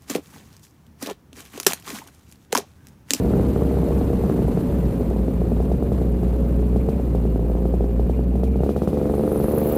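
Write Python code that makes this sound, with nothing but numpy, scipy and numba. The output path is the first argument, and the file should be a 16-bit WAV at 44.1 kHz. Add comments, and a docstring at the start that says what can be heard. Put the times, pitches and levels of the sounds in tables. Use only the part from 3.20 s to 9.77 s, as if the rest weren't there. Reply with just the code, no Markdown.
"""A back-mounted one-cylinder two-stroke at part throttle in flight, heard by a camera on a pole.
First a second, steadier drone beats against the engine; it swells and sinks, then slowly rises again.
Wind rumbles and hisses throughout. Most crank turns fire weakly, some hard with a pop; the crank shakes
the pole into a deep hum. Brief tinny buzzes follow from mid-flight on. At the end the throttle opens:
speed rises, the burn lopes in threes and evens out, the hum sinks and a thin top hiss swells."""
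import sys
import numpy as np
from scipy import signal
from scipy.fft import rfft, irfft
from scipy.io import wavfile
from scipy.ndimage import uniform_filter1d
from numba import njit

SR = 44100
rng = np.random.default_rng(int(sys.argv[2]) if len(sys.argv) > 2 else 0)


def to_wav(sig):
    """Store sig (one row per channel, or 1-D mono) as 16-bit WAV at the path in sys.argv[1].

    Samples outside -1..1 are clipped; the rate is SR.
    """
    pcm = np.clip(np.atleast_2d(sig), -1, 1) * 32767
    pcm = np.round(pcm).astype(np.int16)
    wavfile.write(sys.argv[1], SR, pcm.T)  # frames by channels


def gain_from_db(level_db):
    """Convert decibel levels to linear amplitude factors (20 dB per decade)."""
    decades = np.asarray(level_db, float) / 20
    return 10 ** decades


N = 289737  # samples

# All dB are relative gains within their layer.
# Wind colour. Each row: frequency in Hz, density in dB per Hz.
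WIND_COLOUR = [(15, -35), (25, -17.5), (64, -8), (84, -17), (107, -14.5), (183, -11), (297, -15.5),
               (422, -20), (496, -21), (552, -24), (615, -28), (1540, -48), (3500, -58.5), (4300, -59),
               (5200, -64.5), (7000, -63.5), (14300, -58.5), (15500, -73), (15800, -90)]
# Left-right difference of the treble hiss. Each row: frequency in Hz, side minus mid in dB.
HISS_WIDTH = [(2000, -65), (2900, -22), (3300, -7), (7500, -5), (8500, -13), (15000, -19)]
# Airflow. Each row: time in seconds, hiss in dB, buffeting over the hiss in dB, low mids over the hiss in dB.
AIRFLOW = [(0, -48, -1, -0.5), (1.4, -49, -0.5, -2.5), (2.2, -53, 3, 0), (3.3, -53, 2, -0.5),
           (4.6, -55.5, 2, -0.5), (5.4, -56.5, 3.5, 0.5), (6, -51, -4.5, -0.5), (6.57, -45, -10.5, -2.5)]
# Thin hiss that climbs with the throttle. Each row: time in seconds, centre in Hz, level in dB.
TOP_HISS = [(5.7, 11250, -90), (5.92, 10200, -55), (6.2, 12000, -41.5), (6.499, 13650, -35),
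            (6.57, 12900, -38)]
# Tinny buzzes. Each row: start in seconds, level in dB, length in seconds.
BUZZES = [(3.595, -51, .02), (3.716, -52, 0.025), (3.745, -56, 0.017), (4.926, -51, 0.025),
          (5.26, -54, 0.03), (5.326, -55, 0.034), (6.413, -54, .03)]
# Second drone. Each row: time in seconds, mean rate in Hz, level in dB.
DRONE = [(0, 61.66, -24), (.6, 60.8, -37), (1.2, 60.5, -23.5), (1.6, 60.42, -32), (2.2, 60.9, -50.5),
         (6.57, 60.14, -34)]
# Its harmonics. Each row: multiple of the rate, level in dB.
DRONE_HARMONICS = [(1, -11), (2, -4.5), (3, -0.5), (4, -1), (5, -2)]
# Crank. Each row: time in seconds, speed in Hz.
CRANK_SPEED = [(0, 67.3), (.6, 66.5), (1.1, 66.1), (1.4, 64.5), (1.6, 62.3), (1.9, 58.7), (2.35, 59.3),
               (2.6, 64.3), (2.78, 62), (2.9, 60.2), (3.5, 60.7), (3.72, 63.6), (3.9, 59.5), (4.12, 56.6),
               (4.5, 58.6), (4.85, 59.2), (4.95, 62), (5.3, 64), (5.42, 65.5), (5.47, 70), (5.65, 71.7),
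               (6.1, 72.8), (6.57, 74.6)]
# Hard firings. Each row: pressure trough in seconds, strength in dB, crack in dB.
HARD_FIRINGS = [(0.0488, -13.5, -36.0), (0.108, -16.5, -50.0), (0.1381, -12.5, -28.0),
                (0.1982, -14.5, -32.0), (0.3628, -12.5, -31.0), (0.4223, -13.5, -34.0),
                (0.4523, -18.0, -34.0), (0.5128, -16.5, -37.0), (0.5723, -14.5, -37.0),
                (0.633, -15.0, -50.0), (0.7089, -14.5, -50.0), (0.8136, -15.0, -45.0),
                (0.9038, -15.5, -50.0), (0.9334, -13.5, -34.0), (1.0392, -13.5, -34.0),
                (1.0995, -13.0, -29.0), (1.1922, -15.0, -50.0), (1.2222, -14.0, -41.0),
                (1.283, -17.0, -36.0), (1.3754, -14.0, -32.0), (1.8104, -15.0, -50.0),
                (1.9123, -15.5, -50.0), (1.9637, -17.5, -45.0), (2.0835, -15.5, -44.0),
                (2.2187, -17.5, -39.0), (2.3201, -15.0, -50.0), (2.4041, -14.0, -39.0),
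                (2.5178, -13.0, -39.0), (2.6265, -14.5, -34.0), (2.7204, -13.5, -34.0),
                (2.817, -16.5, -50.0), (3.0333, -16.5, -50.0), (3.5622, -14.0, -38.0),
                (3.6893, -12.5, -38.0), (3.7996, -17.5, -39.0), (3.9505, -13.5, -38.0),
                (4.0543, -15.5, -44.0), (4.1603, -16.0, -47.0), (4.1954, -16.5, -41.0),
                (4.3008, -16.0, -48.0), (4.3533, -17.0, -50.0), (4.4561, -13.5, -39.0),
                (4.541, -13.5, -48.0), (4.6088, -14.5, -45.0), (4.6431, -17.5, -50.0),
                (4.7972, -13.5, -38.0), (4.8981, -13.0, -36.0), (4.9935, -17.0, -48.0),
                (5.1566, -17.0, -50.0), (5.2354, -14.0, -36.0), (5.3592, -16.0, -41.0),
                (5.4064, -14.5, -41.0), (5.436, -11.5, -29.0), (5.4644, -15.5, -43.0),
                (5.4931, -11.5, -29.0), (5.5645, -12.0, -27.0), (5.6207, -12.5, -27.0),
                (5.6764, -12.0, -26.0), (5.7322, -13.5, -35.0), (5.774, -13.5, -33.0),
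                (5.8157, -13.5, -34.0), (5.8573, -14.0, -32.0), (5.8987, -12.5, -34.0),
                (5.9403, -13.0, -32.0), (5.9964, -13.0, -40.0), (6.0377, -14.0, -35.0),
                (6.0787, -11.5, -30.0), (6.1192, -13.0, -31.0), (6.1605, -13.0, -30.0),
                (6.2021, -12.5, -31.0), (6.244, -12.0, -31.0), (6.2846, -12.0, -29.0),
                (6.3115, -15.0, -50.0), (6.3388, -12.5, -45.0), (6.3788, -12.5, -30.0),
                (6.4188, -12.5, -32.0), (6.4591, -14.0, -40.0), (6.4997, -14.0, -50.0),
                (6.5267, -13.0, -50.0)]
# Burn. Each row: time in seconds, ordinary firings in dB, spit of gas behind the blasts in dB.
BURN = [(0, -25.5, -62), (1.3, -31, -48), (1.9, -37, -48), (3.5, -33, -43), (3.75, -57, -44.5),
        (4.2, -27.5, -51), (5.0, -38, -47), (5.24, -36, -40), (5.45, -25, -48), (5.7, -43, -44.5),
        (5.76, -16, -46.5), (6.0, -18, -54), (6.2, -21.5, -51), (6.3, -18.5, -64), (6.57, -16.5, -61)]
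# Exhaust and silencer resonances. Each row: centre in Hz, width in Hz, gain in dB, polarity.
PIPE_MODES = [(60, 509, 35.4, -1), (216, 30, 47.8, 1), (419, 177, 45.0, 1), (690, 340, 42.5, 1)]
# Pole hum. Each row: time in seconds, level at the pole's resonance in dB.
POLE_HUM = [(0, -17.5), (1.2, -20), (2, -21.5), (2.6, -17.5), (3.2, -16.5), (4.2, -17), (5, -16.5),
            (5.4, -15), (5.6, -22), (6.57, -28.5)]
# Hum overtones. Each row: multiple of crank speed, level in dB.
HUM_OVERTONES = [(1, 3), (2, -11), (3, -7.5), (4, -32)]
# Even note of the pumping crankcase. Each row: multiple of crank speed, level in dB.
CASE_OVERTONES = [(4, 9), (6, -3.5), (7, -0.5), (9, .5), (10, -9.5)]
# Lope: dB of the three turns counted from each hard firing.
LOPE_DB = [2.5, 0, -14]

LOPE_START_S, LOPE_FADE_S = 5.7272, 0.8
PORT_LEAD_S = 0.0017  # the port opens just before the pressure trough
RAGGED_DB = -31.5  # above this the burn steadies and the crankcase note grows
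OPEN_HZ, FOLLOW_DB = 70, -6  # throttle open: the turn after a hard firing burns well too
POLE_HZ, POLE_WIDTH_HZ = 58.4, 12
CASE_HZ, CASE_WIDTH_HZ, CASE_LAG_S = 461, 150, 0.0015
CRACK_LEAD_S = 0.00077  # the steep front runs ahead of the blast
SPIT_LATE_S, SPIT_DECAY_S, PUFF_DECAY_S = 0.00067, 0.025, 0.0086
SILENCER_HZ = 960


def unit(x):
    """Scale to rms 1."""
    return x / np.sqrt(np.mean(x ** 2))


@njit
def svf(x, hz, width_hz):
    """State-variable band-pass with a moving centre, gain 1 there."""
    y, b, l = np.empty(len(x)), 0., 0.
    for i in range(len(x)):
        g, k = np.tan(np.pi * hz[i] / SR), width_hz / hz[i]
        v = (b + g * (x[i] - l)) / (1 + g * (g + k))
        b, l, y[i] = 2 * v - b, l + 2 * g * v, k * v
    return y


def band(x, hz, width_hz):
    """Band-pass at a fixed or moving centre."""
    return svf(x, hz + np.zeros(N), 1. * width_hz)


def noise_band(hz, width_hz, passes=1):
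    """White noise through one or more equal band-passes, rms 1."""
    x = rng.standard_normal(N)
    for _ in range(passes):
        x = band(x, hz, width_hz)
    return unit(x)


def decay(x, seconds):
    """One-pole tail with this time constant."""
    return signal.lfilter([1], [1, -np.exp(-1 / (seconds * SR))], x)


def walk(rate_hz):
    """Random levels held 1 / rate_hz seconds and slewed twice, rms near 1."""
    hold = int(SR / rate_hz)
    steps = np.repeat(rng.standard_normal(N // hold + 1), hold)
    return unit(uniform_filter1d(uniform_filter1d(steps, hold), hold)[:N])


def flicker(rate_hz):
    """A walk without its slow drift."""
    x = walk(rate_hz)
    return unit(x - uniform_filter1d(x, int(2.5 * SR / rate_hz)))


def curves(table):
    """Columns of a table, one value per sample."""
    s, *columns = np.transpose(table)
    return [np.interp(np.arange(N) / SR, s, c) for c in columns]


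def peak_db(hz, centre_hz, width_hz):
    """Gain of a resonance, 0 dB at its centre."""
    return -10 * np.log10(1 + (2 * (hz - centre_hz) / width_hz) ** 2)


def wind(hiss_db, buffet_db, mids_db):
    """Turbulence: half-octave noise bands that gust together and flicker alone; mid and side."""
    octave = np.log2(np.fft.rfftfreq(N, 1 / SR) + 1)
    colour, width = (gain_from_db(np.interp(octave, np.log2(np.array(t)[:, 0]), np.array(t)[:, 1]))
                     for t in (WIND_COLOUR, HISS_WIDTH))
    noise = rfft(rng.standard_normal((2, N))) * colour * [np.ones_like(width), width]
    out, gust, flutter, swell = 0, flicker(55), flicker(130), flicker(7)
    treble_db = 0.46 * gust + 0.87 * flutter + 0.42 * swell
    for centre in np.arange(4.5, 14.6, 0.5):  # log2 of Hz
        share = np.cos(np.pi * np.clip(octave - centre, -0.5, 0.5)) ** 2
        low = np.clip((8.5 - centre) / 0.4, 0, 1)  # buffeting rules the bass, flutter the rest
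        db = low * buffet_db + (1 - low) * treble_db + 1.2 * flicker(45)
        db = db + (8.4 < centre < 9.6) * mids_db
        out = out + gain_from_db(db) * irfft(noise * share, N)
    return out / np.std(irfft(noise[0], N)) * gain_from_db(hiss_db + 31.0)


def top_hiss():
    """Neighbouring high noise bands that flicker in part alone and shift in pitch; mid and side."""
    hz, db = curves([(4.57, TOP_HISS[0][1], -110)] + list(TOP_HISS))
    out, spit = np.zeros((2, N)), flicker(130)
    for ratio in (0.84, 0.92, 1, 1.08, 1.16):
        for channel in range(2):
            noise = noise_band(hz * ratio, 1900, 2)
            out[channel] += noise * gain_from_db(2.5 * spit + 3.5 * flicker(85) + 2.0 * flicker(30))
    return out * gain_from_db(db + np.array([[-10.5], [-14.0]]))


def buzzes():
    """Short narrow-band noise bursts over two faint noise rings and a thin fizz near the top."""
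    t = np.arange(N) / SR
    ring_db = -61 - np.minimum(((t - 5.6) / 0.41) ** 2 * 3.0, 5.0) + 0.77 * flicker(30)
    low_ring = gain_from_db(ring_db) * unit(band(band(rng.standard_normal(N), 2450, 150), 2440, 150))
    high_ring = gain_from_db(-69 + 2.3 * walk(5.95)) * noise_band(2806, 90, 2)
    fizz = gain_from_db(-65.5 + 3.3 * walk(35)) * noise_band(14750, 400, 2)
    shape = sum(gain_from_db(db) * np.exp(-((t - s - d / 2) / (d / 2)) ** 2) for s, db, d in BUZZES)
    bursts = shape * noise_band(2320, 450, 2)
    return bursts + low_ring + high_ring + fizz


def drone():
    """A few wavering harmonics on a nearly steady rate."""
    hz, db = curves(DRONE)
    turns = np.cumsum(hz * (1 + 0.0028 * walk(6))) / SR
    tones = sum(gain_from_db(g + 0.56 * walk(7.7)) * np.sin(2 * np.pi * k * turns) for k, g in DRONE_HARMONICS)
    return gain_from_db(db) * tones


def pole_hum(turns, hz, waver_db):
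    """Crank unbalance shakes the pole; level and phase follow its resonance."""
    hum_db = curves(POLE_HUM)[0] + peak_db(hz, POLE_HZ, POLE_WIDTH_HZ) + waver_db
    # radians, falling through the resonance
    lead = 1.0 - 1.6 * np.arctan(2 * (hz - POLE_HZ) / POLE_WIDTH_HZ)
    shake = turns - 0.13
    return sum(gain_from_db(hum_db + db + 0.2 * k * walk(22.04)) * np.sin(2 * np.pi * k * shake + (k == 1) * lead)
               for k, db in HUM_OVERTONES)


def crankcase_note(turns, hz, lift_db):
    """Pumping crankcase: crank overtones, late, favoured near its resonance."""
    pump = turns - 0.12 - hz * CASE_LAG_S
    note_db = -33.5 + 0.49 * lift_db
    out = 0
    for k, db in CASE_OVERTONES:
        level_db = note_db + db + peak_db(k * hz, CASE_HZ, CASE_WIDTH_HZ) + 2.6 * walk(17)
        out = out + gain_from_db(level_db) * np.cos(2 * np.pi * k * pump + 0.86)
    return out


def crank(hz, at):
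    """Crank angle in turns; hard firings fall on whole turns."""
    turns = np.cumsum(hz) / SR
    whole = np.cumsum(np.round(np.diff(turns[at], prepend=turns[at[0]])))
    return turns + np.interp(np.arange(N), at, whole - turns[at])


def firing_sizes(opens, hard, hard_db, open_throttle, weak_db, lift_db):
    """Uneven scavenging: dB of each turn's blast, ordinary firings scattering widely."""
    scatter_db = np.maximum(7 - 0.34 * lift_db, 1)[opens]
    size_db = weak_db[opens] + scatter_db * np.clip(rng.standard_normal(600)[:len(opens)], -3, 1.3)
    size_db = np.minimum(size_db, -13.5)
    since_s = opens / SR - LOPE_START_S
    loping, index = since_s > 0, np.arange(len(opens))
    turns_on = index - np.maximum.accumulate(np.where(np.isin(index, hard), index, 0))
    size_db += loping * np.exp(-(since_s / LOPE_FADE_S) ** 2) * np.array(LOPE_DB)[turns_on % 3]
    # a near misfire leaves the rich charge for a hard firing
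    size_db[hard - 1] -= 4.5 * ~loping[hard]
    follows = open_throttle & ~loping[hard]
    size_db[hard + 1] = np.where(follows, hard_db + FOLLOW_DB, size_db[hard + 1])
    size_db[hard] = hard_db
    return size_db


def exhaust_pipe(push):
    """Blasts ring the pipe; the silencer swallows what lies above SILENCER_HZ."""
    pipe = sum(sign * gain_from_db(db) * band(push, hz, width) for hz, width, db, sign in PIPE_MODES)
    return signal.sosfiltfilt(signal.butter(4, SILENCER_HZ, fs=SR, output="sos"), pipe)


def crack(hard_opens, crack_db):
    """Steep fronts of the hard blasts: band-passed impulses."""
    fronts = np.zeros(N)
    fronts[hard_opens - int(CRACK_LEAD_S * SR)] = gain_from_db(crack_db)
    return gain_from_db(32.5) * band(band(band(fronts, 1200, 700), 1200, 700), 1240, 700)


def exhaust_gas(blasts, push, spit_db, lift_db, gas_db):
    """Gas behind each blast: a jet growing with blast power, a mid roar and a broad hiss."""
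    power = np.roll(blasts, int(SPIT_LATE_S * SR)) ** 2 / gain_from_db(-19)
    jet = uniform_filter1d(decay(power, SPIT_DECAY_S), size=260)
    spit = jet * (noise_band(11300, 7500) + gain_from_db(1.5) * noise_band(3200, 2800))
    puff = decay(push, PUFF_DECAY_S)
    roar = puff * noise_band(480, 310, 2)
    hiss = unit(puff) * noise_band(2640, 21000)
    return gain_from_db(spit_db) * spit + gain_from_db(-22.5 - 0.2 * lift_db) * roar + gain_from_db(gas_db - 26.0) * hiss


def engine(gas_db):
    """One blast per turn drives pipe and gas, hard firings add a crack; the crank drives hum and case."""
    trough_s, hard_db, crack_db = np.transpose(HARD_FIRINGS)
    at = ((trough_s - PORT_LEAD_S) * SR).astype(int)
    (hz,), (weak_db, spit_db) = curves(CRANK_SPEED), curves(BURN)
    turns = crank(hz, at)
    opens = np.flatnonzero(np.diff(np.floor(turns + 1e-6)) > 0) + 1
    hard = np.abs(opens[:, None] - at).argmin(axis=0)
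    lift_db = np.maximum(weak_db - RAGGED_DB, 0)
    hum_waver_db = 0.5 * flicker(16)
    blasts = np.zeros(N)
    blasts[opens] = gain_from_db(firing_sizes(opens, hard, hard_db, hz[at] > OPEN_HZ, weak_db, lift_db))
    # the port vents gradually
    push = signal.sosfilt(signal.bessel(4, 400, fs=SR, output="sos", norm="mag"), blasts)
    exhaust = exhaust_pipe(push) + crack(opens[hard], crack_db)
    exhaust = exhaust + exhaust_gas(blasts, push, spit_db, lift_db, gas_db)
    return exhaust + pole_hum(turns, hz, hum_waver_db) + crankcase_note(turns, hz, lift_db)


def scene():
    """The treble hiss differs between the ears; engine, drone and buzzes are the same in both."""
    hiss_db, buffet_db, mids_db = curves(AIRFLOW)
    mid, side = wind(hiss_db, buffet_db, mids_db) + top_hiss()
    mid = mid + engine(hiss_db) + drone() + buzzes()  # engine gas hiss follows the wind hiss level
    return np.array([mid + side, mid - side])


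def band_limit(x):
    """A steep low-pass at the top of the band."""
    return signal.sosfilt(signal.butter(12, 15700, fs=SR, output="sos"), x)


def record(dry):
    """The lowest rumble is cut, the top ends near 15.7 kHz and the peaks are rounded."""
    x = signal.sosfilt(signal.butter(4, 44, "high", fs=SR, output="sos"), dry)
    x = signal.sosfilt(signal.ellip(8, 0.3, 60, 15700, fs=SR, output="sos"), x)
    return band_limit(np.tanh(1.366 * x) / 1.76)


dry = scene()
out = record(dry)
to_wav(out)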